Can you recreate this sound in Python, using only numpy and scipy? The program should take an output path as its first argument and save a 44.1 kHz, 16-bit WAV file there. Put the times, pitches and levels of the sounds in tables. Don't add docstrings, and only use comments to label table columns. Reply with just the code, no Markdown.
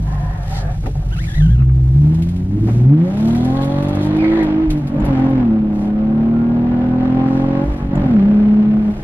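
import sys
import numpy as np
from scipy import signal
from scipy.fft import rfft, irfft, next_fast_len
from scipy.io import wavfile
from scipy.ndimage import uniform_filter1d

SR = 44100
rng = np.random.default_rng(int(sys.argv[2]) if len(sys.argv) > 2 else 0)


def master_out(mix):
    frames = np.transpose(np.atleast_2d(mix))
    ceiling = np.clip(frames, -1, 1)
    pcm = np.round(ceiling * 32767).astype(np.int16)
    wavfile.write(sys.argv[1], SR, pcm)


N = 398223
TIME = np.arange(N) / SR
SHIFT_OVERTONES_DB = -4


def engine():
    # time in seconds, firing rate in Hz.
    speed = [(0, 51.97), (0.45, 47.17), (1.38, 47), (1.6, 65.2), (1.87, 63.7), (2.12, 78.8), (2.45, 93.5),
             (2.85, 125.9), (3.06, 180.7), (3.22, 217.6), (3.55, 269.6), (3.95, 294.5), (4.38, 331.5),
             (4.46, 307.3), (4.63, 319.8), (4.9, 278), (5.01, 304.8), (5.15, 262), (5.33, 268),
             (5.5, 220.4), (5.81, 205.4), (6.3, 228.9), (6.93, 251.2), (7.62, 277.3), (7.69, 293.7),
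             (7.9, 274.6), (7.99, 294), (8.2, 193.9), (8.3, 208.4), (8.79, 213.7), (9.03, 203.7)]
    # time in seconds, throttle opening from 0 to 1.
    throttle = [(1.35, 0.16), (1.5, 0.67), (1.85, 0.54), (2.05, 0.8), (2.35, 0.43), (2.65, 0.96),
                (3.1, 0.74), (3.3, 0.98), (4.12, 1), (4.18, 0.89), (4.58, 0.87), (4.68, 0.24), (4.89, 0.35),
                (4.97, 0.91), (5.38, 0.94), (5.58, 0.67), (6.02, 0.65), (6.12, 0.85), (7.62, 0.99),
                (7.7, 0.6), (7.89, 0.4), (7.96, 1), (8.4, 0.66), (8.8, 0.68), (9.03, 0)]
    # time in seconds, relative level of the gas flow in dB.
    gas_flow = [(0, -50.5), (1.9, -52), (2.15, -45), (2.45, -50), (2.9, -43), (3.1, -39), (3.4, -39),
                (4.45, -32.5), (4.87, -44), (5.04, -35), (5.33, -37.5), (5.62, -43.5), (6.1, -43),
                (7.55, -37), (7.88, -42), (7.98, -35.5), (8.3, -39), (9.03, -42.5)]
    hz, gas_db, shut = curve(speed), curve(gas_flow), 1 - curve(throttle)
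    idle, shifting, rough, imbalances = combustion()
    firings = np.cumsum(hz) / SR
    cycles = firings / 6
    tone = boom(firings, hz, shut, shifting, rough)
    throb, growl = exhaust(cycles, hz, gas_db, rough, *imbalances)
    throb *= undb(-18 - 33 * shut) + undb(-25) * (idle + shifting)
    growl *= undb(-29 - 20 * shut - 5.5 * idle + SHIFT_OVERTONES_DB * shifting)
    puffs = unit(1 + .25 * np.cos(2 * np.pi * firings) + .25 * np.cos(2 * np.pi * cycles)
                 + .18 * np.cos(np.pi * firings))
    gas = rasp(puffs, gas_db)
    chatter = unit(puffs ** 2) * undb(2 * walk(35))
    return widen(tone + throb + growl) + gas + trim_buzz(chatter) + bite_and_bark(chatter)


def combustion():
    # middle in seconds, length in seconds.
    shifts = [(4.99, .5), (7.93, 0.36)]
    # start in seconds, roughness from 0 to 1, then cylinder imbalance, bank imbalance
    # and depth of the throb, all in dB.
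    stages = [(0, 0.6, -10, -9, -0.5), (1.418, 0.2, -20.5, -21, -2.5), (3.201, 0.08, -11, -10.5, 4),
              (4.15, 0.1, -10.5, -13.5, -10.5), (4.901, 0.06, -9.5, -8.5, 1.5),
              (5.499, .15, -13, -1.5, -1.5), (6.08, 0.08, -9, -8, -1), (8.099, 0.36, -16.5, -12.5, -3.5)]
    idle_until_s, blend_s = 1.6, 0.16
    idle = np.clip(1 - (TIME - idle_until_s) / 0.081, 0, 1)
    shifting = sum(swell(s, length) for s, length in shifts)
    starts, *columns = np.transpose(stages)
    stage = np.searchsorted(starts[1:], TIME)
    rough, *imbalances = (uniform_filter1d(c[stage], int(blend_s * SR)) for c in columns)
    return idle, shifting, rough + shifting, imbalances


def boom(firings, hz, shut, shifting, rough):
    # centre in Hz, width in Hz, gain in dB.
    tone_modes = [(57.4, 23, -14), (137.5, 40, -7.5), (171.4, 21, -10), (215.3, 75, -13.5),
                  (260.4, 25, -19), (322, 33.2, -13.5)]
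    octave_modes = [(137, 58, -15), (149, 32, -13), (201.8, 7, -22), (296, 44, -14.5), (350, 42, -23),
                    (420, 21, -36), (563, 62, -27), (694, 21, -32.5)]
    # time in seconds, relative level in dB.
    levels = [(1.35, -3.5), (1.5, 2.5), (3, 0.4), (3.06, -4), (3.16, -5), (3.26, 0.5), (4.4, 0.5),
              (4.68, -0.5), (4.9, 2), (5.0, -3), (5.15, 3.5), (5.45, 2), (5.75, -5), (6.3, 0.6), (7.6, 2),
              (7.78, -6.5), (8.15, 4), (8.7, 1.5), (8.9, -2), (9.03, -24)]
    flip_hz, flip_width_hz = 246.4, 21
    angle = 2 * np.pi * firings + 0.2 * rough * walk(50)
    lag = np.pi / 2 + np.arctan(2 * (hz - flip_hz) / flip_width_hz)
    unloaded = undb(-9.5 * shut * np.clip(hz / flip_hz, 0, 1) ** 4 + SHIFT_OVERTONES_DB * shifting)
    octave = unloaded * resonate(2 * hz, octave_modes) * np.sin(2 * angle - 1)
    tone = resonate(hz, tone_modes) * np.cos(angle - lag) + octave
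    tone *= np.sqrt(2) * undb(curve(levels)) * (1 + 0.33 * rough * walk(40))
    third = undb(-18.5) * hold(0, 0.079, 0.011, 0.57) + undb(-5.5) * swell(1.438, 0.11)
    drone = undb(-17.5 + 2 * walk(30)) * swell(4.764, 0.23)
    return tone + third * np.sin(3 * angle) + drone * np.sin(angle / 2)


def exhaust(cycles, hz, gas_db, rough, cylinder_db, bank_db, deep_db):
    # order, gain in dB.
    pipe_orders = [(4, 1), (5, 0.5), (7, -0.5), (8, -4.5), (9, 3.5), (10, 6), (11, 0), (13, 1.5), (14, -3),
                   (15, 3), (16, 5), (17, 1.5), (18, 4.5), (19, 2), (21, 4), (22, 1), (24, 0.5), (25, 1.5),
                   (26, -3), (28, 2), (30, -5)]
    # frequency in Hz, gain in dB.
    pipe_response = [(200, -29.5), (260, -0.5), (300, 10.5), (330, 12), (385, -0.5), (460, -12), (650, -47)]
    throb_response = [(50, -8.5), (90, -9), (120, 0), (152, 4), (175, -6), (205, -1), (245, -1),
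                      (280, -5.5), (305, -23), (360, -46.5)]
    growl_response = [(380, -30.5), (460, -19), (555, 5), (650, -13), (780, -10), (950, -16.5), (1400, -14),
                      (2200, -22), (3500, -22)]
    throb, growl = np.zeros(N), np.zeros(N)
    shared, cylinder, bank = walk(45), undb(cylinder_db), undb(bank_db)
    for order in np.setdiff1d(np.arange(2, 43), [6, 12]):
        share = 1 if order % 6 == 0 else bank if order % 3 == 0 else cylinder
        favour = undb(dict(pipe_orders).get(order, 0))
        octaves = np.log2(max(order / 18, 1))
        angle = 2 * np.pi * (order * cycles % 1)
        smear = rough * .7 + .5 * np.clip((order * hz / 6 - 450) / 550, 0, 1)
        size = 1 + 0.37 * walk(3) + smear * (walk(30) + shared)
        slip = smear * walk(35)
        scattered = angle + 2 * np.pi * rng.random()
        partial = size * np.cos(scattered) + slip * np.sin(scattered)
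        dip = slip * np.sin(angle) - size * np.cos(angle) if order < 8 else undb(-24 * octaves) * partial
        throb += dip * (undb(deep_db) if order < 4 else favour if order < 10 else 1)
        growl += share * favour * undb(-7.1 * octaves) * partial
    opening = undb(0.89 * np.minimum(gas_db + 48, 0)) * np.minimum(hz / 185, 1) ** 2
    growl = colour(growl, pipe_response) + opening * cabin(colour(growl, growl_response))
    return steady(colour(throb, throb_response), 0.061), growl


def rasp(puffs, gas_db):
    # frequency in Hz, spectral density in dB.
    spectrum = [(200, -19.5), (330, 14), (470, 5), (750, 6), (1100, -4.5), (1900, -8.5), (2700, -14),
                (4000, -24), (5500, -33), (8000, -48), (11000, -64.5), (15000, -72.5)]
    return noise(spectrum) * puffs * undb(gas_db + 5.5 + 0.94 * walk(25))


def bite_and_bark(chatter):
    # start in seconds, end in seconds, relative level in dB, fade in dB per second.
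    bites = [(4.92, 5.38, -39.5, 5), (6.9, 7.6, -46, 0), (7.89, 8.85, -39.5, 20)]
    # start in seconds, end in seconds, relative level in dB.
    barks = [(4.924, 4.978, -30), (5.028, 5.118, -34), (7.924, 8.14, -35)]
    # frequency in Hz, spectral density in dB.
    intake_spectrum = [(500, -17), (1100, 16), (2200, 3.5), (3600, -9.5), (5000, -14.5), (8000, -28),
                       (10500, -53), (15000, -66.5)]
    bark_spectrum = [(380, -16.5), (590, 11.5), (700, -8.5), (800, -7), (950, -8), (1400, -29.5),
                     (3000, -48)]
    bite = sum(undb(db - fade * np.maximum(TIME - s, 0)) * hold(s, end, 0.17, 0.045)
               for s, end, db, fade in bites)
    bark = sum(undb(db) * hold(s, end, 0.0089, 0.05) for s, end, db in barks)
    return chatter * (noise(intake_spectrum) * bite + noise(bark_spectrum) * bark)


def road():
    # time in seconds, level of the rumble in dB.
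    levels = [(0, -28.5), (1.25, -22.5), (1.65, -24.5), (2.85, -25), (2.93, -48), (3.1, -32), (3.5, -28),
              (9.03, -27)]
    # middle in seconds, length in seconds, level in dB.
    jolts = [(1.387, 0.076, -9), (4.701, 0.073, -15), (5.039, 0.042, -14.5), (5.1, 0.039, -22),
             (5.405, 0.042, -23), (7.697, .08, -15), (7.866, 0.1, -21.5), (8.002, 0.097, -19)]
    # frequency in Hz, spectral density in dB.
    rumble_spectrum = [(12, -21.5), (24, 8), (45, 9), (65, 6.5), (90, 1), (150, 8), (400, -61.5)]
    jolt_spectrum = [(12, -24), (25, -6), (47, 11), (70, -5.5), (110, -20), (250, -62), (1000, -130)]
    rumble = steady(noise(rumble_spectrum), 0.11) * undb(curve(levels))
    return rumble + steady(noise(jolt_spectrum), 0.013) * swells(jolts)


def slide():
    # frequency in Hz, spectral density in dB.
    spectrum = [(210, -55), (350, -39), (366, -16), (418, 1.5), (473, -22), (534, 4), (571, 2.5),
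                (631, -14), (721, 6), (815, -8), (1060, -21), (1190, -7.5), (1720, -16), (2350, -20),
                (5000, -40.5), (6500, -46), (11000, -120)]
    # centre in Hz, width in Hz, relative level in dB, end of the ringing in seconds.
    resonances = [(735, 64, 5.5, 0.98), (880, 110, -1.5, 1.2), (1026, 47, 1.5, 0.4), (1715, 120, -6, 1),
                  (1860, 110, -9.5, 0.705)]
    # start in seconds, end in seconds, relative level in dB.
    strokes = [(0.01, 0.293, -32.5), (0.284, 0.507, -34), (0.492, 0.703, -29.5), (0.936, 1.064, -41),
               (1.104, 1.423, -42.5)]
    hz = np.geomspace(200, 8000, 400)
    whirr = undb(-7) * noise(spectrum)
    for centre, width, db, until in resonances:
        response = np.c_[hz, -20 * np.log10(1 + (2 * (hz - centre) / width) ** 2)]
        whirr += noise(response) * undb(db - 11.5) * np.clip((until - TIME) / 0.038, 0, 1)
    travel = np.cumsum(1 + .03 * walk(25)) / SR
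    whirr = np.array([np.interp(travel, TIME, x) for x in whirr])
    envelope = sum(undb(db) * hold(s, end, 0.086, 0.081) for s, end, db in strokes)
    return whirr * undb(0.42 * walk(110)) * envelope


def rustles():
    # frequency in Hz, spectral density in dB.
    swish_spectrum = [(1200, -11), (2500, -9), (4400, -2), (6500, -13), (9000, -19), (13000, -26)]
    rustle_spectrum = [(1500, 6), (3500, 6.5), (5500, 1.5), (8500, -5), (11500, -1.5), (13500, -12.5),
                       (15500, -21.5)]
    # middle in seconds, length in seconds, relative level in dB.
    swish_events = [(0.572, 0.093, -42.5), (7.35, 0.24, -62)]
    rustle_events = [(0.112, 1, -59.5), (0.518, 0.16, -54.5), (0.817, 0.45, -61), (1.29, 0.42, -53),
                     (2.127, 1, -61.5), (2.728, 0.23, -58.5), (3.276, 0.49, -56), (3.749, 0.76, -62),
                     (4.037, 0.048, -53), (4.358, 0.26, -80.5), (4.808, 0.27, -65), (5.148, 0.28, -67),
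                     (5.815, 0.17, -61.5), (7.373, 0.19, -64.5), (7.731, 0.3, -63), (9.02, 0.44, -63.5)]
    swish = noise(swish_spectrum) * undb(0.85 * walk(110)) * swells(swish_events)
    return swish + noise(rustle_spectrum) * undb(5 + 1.7 * walk(220)) * swells(rustle_events)


def pedal_squeak():
    # time in seconds, pitch in Hz.
    glide = [(1.11, 1350), (1.13, 1510), (1.15, 1440), (1.168, 1190), (1.185, 1400), (1.205, 1880),
             (1.23, 2310), (1.26, 2330), (1.275, 1930), (1.305, 1600), (1.33, 1730), (1.355, 1950),
             (1.39, 1970), (1.415, 1630), (1.48, 1480), (1.52, 1700), (1.57, 1300), (1.64, 1400)]
    # frequency in Hz, gain in dB.
    body = [(900, -5.5), (1500, 4.5), (2000, 8.5), (2400, -2), (3000, -2.5), (3900, -4.5), (4600, -18.5),
            (6200, -6), (9000, -27)]
    angle = 2 * np.pi * np.cumsum(curve(glide) * (1 + .045 * walk(1100) + .02 * walk(140))) / SR
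    tone = unit(sum(undb(db) * np.sin(k * angle) for k, db in enumerate([0, 2, -7, -9], 1)))
    level_db = -44 - 43 * np.maximum(TIME - 1.41, 0)
    stutter_db = 3.8 * walk(260) + 1.8 * walk(45)
    return widen(colour(tone * hold(1.11, 1.64, 0.0074, .02) * undb(level_db + stutter_db), body))


def squeals():
    # start and end in seconds, first and last pitch in Hz, level in dB.
    glides = [(4.18, 4.287, 2360, 2290, -38.5), (4.235, 4.249, 2162, 2017, -31.5),
              (4.299, 4.386, 2004, 1786, -38.5), (4.382, 4.431, 1870, 1994, -34.5)]
    sound = np.zeros(N)
    for start, end, first_hz, last_hz, db in glides:
        pitch = np.interp(TIME, [start, end], [first_hz, last_hz])
        angle = 2 * np.pi * np.cumsum(pitch * (1 + .07 * walk(900))) / SR
        tone = unit(np.sin(angle) + undb(-20) * np.sin(2 * angle))
        sound += tone * hold(start, end, 0.012, 0.023) * undb(db + 1.4 * walk(200))
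    return widen(sound)


def knocks():
    # start in seconds, level in dB, T60 in seconds, share of clack, panel ring in dB.
    blows = [(.835, -28.5, 0.21, 0.13, -46), (0.859, -21.5, 0.046, 0.26, -46),
             (0.865, -19.5, 0.092, 0, -23), (0.955, -33.5, 0.082, 0.1, -29), (1.026, -42, 0.066, 0, -32),
             (1.599, -42, 0.065, 0.94, -57.5), (1.62, -39, 0.084, 0.8, -52),
             (1.694, -37, 0.04, 0.97, -41.5), (2.672, -27, 0.27, 0.17, -28), (2.686, -35, 0.26, 0.32, -22),
             (3.348, -33, 0.064, 1, -50), (4.699, -43, 0.15, 0.7, -51), (5.793, -36.5, .06, 0.11, -24),
             (5.826, -35.5, .06, 0, -24), (5.855, -41.5, 0.066, .1, -26)]
    # frequency in Hz, spectral density in dB.
    thud_spectrum = [(90, -12.5), (250, 6), (420, 9.5), (620, -8.5), (820, -1.5), (1400, -31.5),
                     (2300, -25.5), (4000, -33), (9000, -43)]
    clack_spectrum = [(500, -34.5), (1150, 12), (1700, 2.5), (2300, 4), (3200, -17.5), (6000, -31),
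                      (12000, -42.5)]
    # frequency in Hz, relative level in dB, T60 in seconds.
    panel_modes = [(578, -12.5, 0.22), (742, -0.5, 0.049), (880, -16, 0.034), (1230, -27.5, 0.044),
                   (1780, -28.5, 0.15)]
    thud, clack = noise(thud_spectrum), noise(clack_spectrum)
    impacts = sum(((1 - hard) * thud + hard * clack) * undb(db) * burst(s, t60, 0.00037)
                  for s, db, t60, hard, _ in blows)
    panel = sum(undb(ring_db) * ringing(s, panel_modes) for s, *_, ring_db in blows)
    return impacts + widen(panel)


def ticks():
    # start in seconds, relative level in dB.
    contacts = [(2.1439, -48), (2.221, -43.5), (2.287, -47.5), (2.3612, -50.5), (3.1701, -48),
                (3.349, -44.5), (3.446, -43.5), (4.0593, -47), (4.1639, -49), (4.4278, -45),
                (4.7016, -37.5), (4.7144, -55), (4.7748, -52.5), (4.8706, -47), (5.051, -47.5)]
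    # frequency in Hz, spectral density in dB.
    spectrum = [(600, -11), (2200, 14), (4000, 10), (6000, 1), (9000, -1.5), (11500, 5), (14500, -24)]
    shaken = [(s, -45) for s in rng.uniform(3.15, 4.05, size=6)]
    return noise(spectrum) * sum(undb(db + 2) * burst(s, 0.12, 0.00084) for s, db in contacts + shaken)


def keys():
    # start in seconds, relative level in dB, spectral tilt in dB per octave.
    touches = [(5.0, -60, -19), (5.049, -50, 29), (5.19, -59.5, 9), (5.299, -62, 27), (7.35, -68, 17),
               (7.953, -57.5, -19)]
    # frequency in Hz, relative level in dB, T60 in seconds.
    key_modes = [(7080, -3.5, 0.067), (7700, -7, .06), (11160, -6, .08), (11750, -15, .1)]
    sound, scrape = np.zeros(N), np.diff(rng.standard_normal(N + 1))
    for s, db, tilt in touches:
        modes = [(hz, mode_db + tilt * np.log2(hz / 9000), t60) for hz, mode_db, t60 in key_modes]
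        sound += undb(db + 4.5) * (ringing(s, modes) + 0.24 * scrape * burst(s, .07, 0.00012))
    return widen(sound)


def trim_buzz(chatter):
    # frequency in Hz, spectral density in dB.
    spectrum = [(2400, -36.5), (3300, 6.5), (3700, 1), (4250, 1.5), (4900, -17.5), (6300, -17), (8000, -23),
                (10600, -17), (12000, -30), (15000, -35)]
    # time in seconds, relative level in dB.
    levels = [(2.95, -86), (3.15, -66), (3.4, -58), (3.75, -57.5), (4.03, -57), (4.12, -61), (4.4, -56.5),
              (4.6, -91)]
    return noise(spectrum) * chatter * undb(curve(levels) + 7)


def cabin(x, t60_s=0.098, wet_db=-2.5):
    age = np.arange(SR // 10) / SR
    echoes = rng.standard_normal(len(age)) * np.exp(-np.log(1000) * age / t60_s)
    wet = signal.fftconvolve(x, echoes / np.linalg.norm(echoes))[:N]
    return (x + undb(wet_db) * wet) / np.hypot(1, undb(wet_db))


def widen(x, delay_s=.0011):
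    return np.array([x, np.roll(x, int(delay_s * SR))])


def resonate(hz, modes):
    return np.sqrt(sum((undb(db) / (1 + (2 * (hz - f) / width) ** 2)) ** 2 for f, width, db in modes))


def ringing(s, modes):
    age = np.arange(SR // 5) / SR
    ring = sum(undb(db) * np.sin(2 * np.pi * hz * age) * np.exp(-np.log(1000) * age / t60)
               for hz, db, t60 in modes)
    return np.pad(ring, (int(s * SR), N))[:N]


def burst(s, t60, rise):
    age = np.clip(TIME - s, 0, 3 * t60)
    return (1 - np.exp(-age / rise)) * np.exp(-np.log(1000) * age / t60)


def swell(s, length):
    return np.exp(-np.minimum((2 * (TIME - s) / length) ** 2, 50))


def swells(events):
    return sum(undb(db) * swell(s, length) for s, length, db in events)


def hold(start, end, attack, release):
    return np.clip((TIME - start) / attack, 0, 1) * np.clip(1 - (TIME - end) / release, 0, 1)


def curve(points):
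    return np.interp(TIME, *np.transpose(points))


def walk(rate):
    knots = rng.standard_normal(2 ** 14)
    return unit(np.interp(TIME * rate, np.arange(len(knots)), knots))


def noise(spectrum):
    return unit(colour(rng.standard_normal((2, N)), spectrum))


def colour(x, response):
    hz, db = np.transpose(response)
    size = next_fast_len(N + 8192)
    bins = np.maximum(np.arange(size // 2 + 1) * SR / size, 1)
    return irfft(rfft(x, size) * undb(np.interp(np.log(bins), np.log(hz), db)), size)[..., :N]


def steady(x, span):
    count = int(span * SR)
    return x / np.sqrt(uniform_filter1d(uniform_filter1d(x ** 2, count), count) + 1e-12)


def unit(x):
    return x / np.sqrt(np.mean(x ** 2))


def undb(db):
    return 10 ** (np.asarray(db) / 20)


def scene():
    # frequency in Hz, relative gain of the difference signal in dB.
    width = [(60, -51), (110, -43), (200, -22.5), (380, -12.5), (700, -7), (1290, 1.5), (2380, 3.5),
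             (4400, 6.5), (8120, 10), (15000, 6.5)]
    mid, side = (engine() + road() + slide() + rustles() + pedal_squeak() + squeals()
                 + knocks() + ticks() + keys())
    side = colour(side, width) * undb(-0.83)
    return np.array([mid + side, mid - side])


def record(dry):
    ceiling, top_hz = .86, 15200
    rounded = dry / (1 + (dry / ceiling) ** 10) ** .1
    return signal.sosfilt(signal.ellip(8, .2, 70, top_hz, fs=SR, output="sos"), rounded)


dry = scene()
out = record(dry)
master_out(out)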